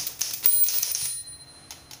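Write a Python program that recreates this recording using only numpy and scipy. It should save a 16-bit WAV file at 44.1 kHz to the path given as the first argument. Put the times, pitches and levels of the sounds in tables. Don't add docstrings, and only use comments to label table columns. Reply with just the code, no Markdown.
import sys
import numpy as np
from scipy import signal
from scipy.fft import rfft, irfft
from scipy.io import wavfile

SR = 44100
rng = np.random.default_rng(int(sys.argv[2]) if len(sys.argv) > 2 else 0)


def persist_wave(psi):
    counts = np.round(np.clip(psi, -1, 1) * 32767).astype(np.int16)
    wavfile.write(sys.argv[1], SR, np.atleast_2d(counts).T)


N = 88200
TIME = np.arange(N) / SR


def amp(db):
    return np.exp(np.maximum(db, -300) * (np.log(10) / 20))


def gains(spectrum, hz):
    points_hz, db = np.transpose(spectrum)
    return amp(np.interp(np.log(hz + 1), np.log(points_hz), db))


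def unit(x):
    return x / np.sqrt(np.mean(x ** 2) + 1e-20)


def noise(spectrum, tilt_db=0):
    hz = np.fft.rfftfreq(N, 1 / SR)
    tilt = amp(tilt_db * np.log2(np.maximum(hz, 500) / 5000))
    return unit(irfft(rfft(rng.standard_normal(N)) * gains(spectrum, hz) * tilt, N))


def fade(t60, hold_s=0):
    return amp(-60 * np.maximum(TIME - hold_s, 0) / t60)


def rise(seconds):
    return np.minimum(TIME / seconds, 1)


def sine(hz):
    return np.sin(2 * np.pi * (hz * TIME + rng.random()))


def modes(table):
    return sum(amp(db) * sine(hz) * fade(t60) for hz, db, t60 in table)


def impact(spectrum, tilt_db, hold_s, rise_s, crack_t60, tail_db, tail_t60):
    envelope = np.hypot(fade(crack_t60, hold_s), amp(tail_db) * fade(tail_t60))
    return noise(spectrum, tilt_db) * envelope * rise(rise_s)


def add(mix, start_s, sound):
    at = round(start_s * SR)
    sound = sound[max(-at, 0):]
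    part = mix[max(at, 0):][:len(sound)]
    part += sound[:len(part)]


def split(x, hz):
    bass = signal.sosfiltfilt(signal.butter(3, hz, fs=SR, output="sos"), x, padtype="even")
    return bass, x - bass


# frequency in Hz, relative level in dB.
ROOM_SPECTRUM = [(25, -7), (42, -11), (75, 6.5), (135, 3), (210, -8), (700, -8.5), (1500, -12), (3200, -17),
                 (6300, -18.5), (8300, -28), (10000, -20.5), (15500, -40)]
# frequency in Hz, level in dB.
HUM_TONES = [(135, -63.5), (274.5, -67), (329, -69.5), (711, -70)]
# time in seconds, gain in dB.
ROOM_DRIFT = [(0, 5.5), (1.0, -6.5), (1.17, -9.5), (1.27, -0.5), (1.42, 0), (1.58, 3.5), (1.75, 2.5),
              (2, 2.5)]

def room():
    air = amp(-55) * noise(ROOM_SPECTRUM)
    hum = np.sqrt(2) * sum(amp(db) * sine(hz) for hz, db in HUM_TONES)
    bass, rest = split(air + hum, hz=190)
    return bass + rest * amp(np.interp(TIME, *np.transpose(ROOM_DRIFT)))


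# start in seconds, level in dB.
CASE_THUDS = [(-.005, -55), (.315, -61), (0.441, -62.5), (.545, -55), (0.756, -63), (1.02, -54)]
# frequency in Hz, level in dB, t60 in seconds.
DESK_RING = [(81.5, 1, 0.32), (135, 10, 0.3), (172, 4, 0.2)]

def desk():
    out = np.zeros(N)
    for start, db in CASE_THUDS:
        add(out, start, amp(db) * modes(DESK_RING) * rise(0.0087))
    return out


def frame(x, spread_db=2.5, spacing_hz=45):
    hz = np.fft.rfftfreq(2 * N, 1 / SR)
    peaks = np.interp(hz / spacing_hz, np.arange(N), rng.standard_normal(N))
    gain = unit(amp(spread_db * peaks))
    log_gain = np.log(np.r_[gain, gain[-2:0:-1]])
    response = np.exp(np.conj(signal.hilbert(log_gain)))
    return irfft(rfft(x, 2 * N) * response[:N + 1])[:N]


# start in seconds, level in dB, tilt in dB per octave.
LEVER_CLICKS = [(1.707, -30.5, 0.5), (1.7206, -36, -3), (1.9104, -34, 0.5), (1.933, -35, 0)]
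# frequency in Hz, relative level in dB.
CLICK_SPECTRUM = [(100, -36), (800, -1.5), (1500, -5.5), (3500, 2.5), (4600, 0.5), (5500, 5.5), (6500, 5.5),
                  (8300, -11), (9300, -5), (10900, -1), (12300, -13), (15500, -10.5)]
# frequency in Hz, level in dB, t60 in seconds.
LEVER_RING = [(851.6, -14, .14), (2150, -16, 0.06), (3060, -17.5, 0.12), (3620, -17, .12),
              (5360, -14, 0.14), (6490, -21.5, 0.18)]

def carriage_lever():
    out = np.zeros(N)
    for start, db, tilt in LEVER_CLICKS:
        click = impact(CLICK_SPECTRUM, tilt, hold_s=0.001, rise_s=0.00019,
                       crack_t60=0.031, tail_db=-13.5, tail_t60=0.43)
        add(out, start, amp(db) * (click + modes(LEVER_RING)))
    return out


# start in seconds, level in dB, hold in seconds, tilt in dB per octave.
LINKAGE_RATTLES = [(.027, -32, 0.0032, -2.5), (0.065, -25, 0.0073, 1), (.191, -35.5, 0.0044, 0),
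                   (0.207, -26, 0.0044, 0), (0.308, -35, 0.0025, -4), (0.332, -22, 0.009, 2.5),
                   (0.426, -36, 0.0047, -5), (0.4342, -27, 0.015, -2), (0.4593, -11.5, 0.0016, -0.5),
                   (.6355, -12, 0.0063, 3), (0.663, -22, 0.0027, -1), (0.737, -31.5, 0.0042, -4),
                   (0.7833, -14, .004, 4), (.794, -26.5, 0.0013, -3), (.825, -20, 0.0034, 4),
                   (0.913, -19, .01, 12), (1.009, -27.5, 0.005, -1.5), (1.043, -30, .004, 0.5),
                   (1.051, -26.5, 0.0086, -1)]
# frequency in Hz, relative level in dB.
RATTLE_SPECTRUM = [(100, -19), (500, -16), (1500, -11), (2600, -5.5), (4200, 1), (6400, 2), (8200, -4),
                   (9800, 1.5), (11700, -4), (13500, -9), (15500, 3)]
# frequency in Hz, level in dB, t60 in seconds.
FRAME_RING = [(1860, -43, 2.75), (2353, -26, 0.24), (2543, -27, 0.41), (8000, -32, 0.22), (9530, -33, .45),
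              (11950, -15, 0.2)]

def linkage(grain_db=3.0, grain_s=0.0012):
    out, ring = np.zeros(N), modes(FRAME_RING)
    for start, db, hold, tilt in LINKAGE_RATTLES:
        grains = np.interp(TIME / grain_s, np.arange(N), rng.standard_normal(N))
        chatter = amp(grain_db * grains * fade(0.2, hold))
        rattle = impact(RATTLE_SPECTRUM, tilt, hold, rise_s=0.61 * hold,
                        crack_t60=0.04, tail_db=-9, tail_t60=0.54)
        add(out, start, amp(db) * (chatter * rattle + ring))
    return out


# start in seconds, level in dB.
KEY_KNOCKS = [(.085, -43.5), (.442, -34.5), (0.551, -39), (0.576, -50.5), (0.75, -45.5), (0.863, -37.5),
              (.897, -40)]
# frequency in Hz, relative level in dB.
KNOCK_SPECTRUM = [(60, -2), (250, -8), (550, 6), (1000, -2.5), (2000, -8), (6000, -17)]

def keys():
    out = np.zeros(N)
    for start, db in KEY_KNOCKS:
        knock = impact(KNOCK_SPECTRUM, 0, hold_s=0.0044, rise_s=0.013,
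                       crack_t60=0.094, tail_db=-8.5, tail_t60=0.32)
        add(out, start, amp(db) * knock)
    return out


PARTIAL_HZ = [4113, 9425, 15392]
# level in dB, t60 in seconds.
PARTIAL_DECAYS = [(-34, 3.91), (-14.5, 1.8), (-14.5, 0.91)]
# scene time in seconds, level relative to that partial in dB.
TWIN_CURVE = [(.46, -8), (1.0, -6.5), (1.14, -2), (1.23, -5.5), (1.46, -2.5), (1.54, -6), (2, -12)]
# scene time in seconds, gain in dB.
MIDDLE_CURVE = [(.46, 3), (.62, -1), (.8, -9), (.9, 1.5), (1.08, 7.5), (1.212, 7), (1.249, -18.5),
                (1.278, 6), (1.34, 4.5), (1.385, -6), (1.42, 5.5), (1.455, -15.5), (1.5, 0), (1.6, 1),
                (2, 3.5)]
TOP_CURVE = [(.46, 3.5), (.495, 4.5), (0.522, -13), (0.535, 1.5), (.565, -3), (.597, -5), (.63, 9.5),
             (.7, -2), (.77, 6.5), (.82, -5), (1.1, 0), (1.17, -7), (1.22, 1), (1.28, -8), (1.32, 5),
             (1.45, 4)]

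def bell(start_s=0.458, beat_hz=13.1, beat_null_s=1.228):
    clock = TIME + start_s
    twin, middle, top = (amp(np.interp(clock, *np.transpose(curve)))
                         for curve in (TWIN_CURVE, MIDDLE_CURVE, TOP_CURVE))
    beat = 1 - twin * np.exp(-2j * np.pi * beat_hz * (clock - beat_null_s))
    ring = amp(-10.5) * sine(hz=14780) * fade(t60=0.049)
    for hz, (db, t60), waver in zip(PARTIAL_HZ, PARTIAL_DECAYS, (beat, middle, top)):
        partial = (waver * np.exp(2j * np.pi * hz * TIME)).imag
        ring += amp(db) * fade(t60) * partial
    out = np.zeros(N)
    add(out, start_s, ring * rise(0.002))
    return out


# start in seconds, level in dB.
BAR_STRIKES = [(-.045, -10.5), (0.2165, -9.5), (0.6854, -9), (0.8308, -8), (.9492, -10.5)]
# frequency in Hz, relative level in dB.
CRACK_SPECTRUM = [(100, -46), (400, -16), (1400, -16), (2400, -9.5), (4200, -6.5), (5400, 3.5), (6400, 2.5),
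                  (7200, -8.5), (8400, -12), (10000, -3), (13000, -17), (15500, -15)]
# frequency in Hz, level in dB, t60 in seconds.
SNAP_MODES = [(6310, 2, 0.024), (5660, -6.5, 0.042)]
# frequency in Hz, relative level in dB.
BASKET_MODES = [(4893, -53), (4963, -54), (5313, -41), (5356, -46), (5399, -59), (5593, -46), (5873, -69),
                (5949, -73), (6072, -40), (6374, -66)]

def type_bars():
    out = np.zeros(N)
    for start, db in BAR_STRIKES:
        crack = impact(CRACK_SPECTRUM, 0, hold_s=0.00051, rise_s=0.00084,
                       crack_t60=0.024, tail_db=-5.5, tail_t60=0.41)
        basket = unit(sum(amp(level) * sine(hz) for hz, level in BASKET_MODES))
        strike = amp(-6.5) * crack + modes(SNAP_MODES) + amp(-24) * basket * fade(t60=0.53)
        add(out, start, amp(db) * strike)
    return out


def scene():
    mechanism = frame(linkage() + keys() + carriage_lever())
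    mono = mechanism + type_bars() + desk() + bell() + room()
    return np.array([mono, mono])


def limiter(x, threshold_db=-24, slope=0.88, sense_s=0.003, lag_s=0.00046, recover_db_per_s=135.5):
    keep = np.exp(-1 / (sense_s * SR))
    power_db = 10 * np.log10(signal.lfilter([1 - keep], [1, -keep], x ** 2) + 1e-12)
    fall_db = recover_db_per_s * TIME
    peak_db = np.maximum.accumulate(power_db + fall_db) - fall_db
    over_db = np.maximum(peak_db - threshold_db, 0)
    late_db = np.interp(np.maximum(TIME - lag_s, 2 * sense_s), TIME, over_db)
    return x * amp(-slope * late_db)


# frequency in Hz, gain in dB.
MIC_RESPONSE = [(20, 0), (13700, 0), (14750, 10), (15400, 9)]

def record(dry, edge_hz=15500):
    bass, rest = split(dry[0], hz=147)
    clipped = np.clip(bass + limiter(rest), -0.4, 0.4)
    lift = gains(MIC_RESPONSE, np.fft.rfftfreq(2 * N, 1 / SR))
    bright = irfft(rfft(clipped, 2 * N) * lift)[:N]
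    lowpass = signal.firwin(801, edge_hz, window=("kaiser", 9), fs=SR)
    out = signal.oaconvolve(bright, lowpass, "same")
    return np.array([out, out])


dry = scene()
out = record(dry)
persist_wave(out)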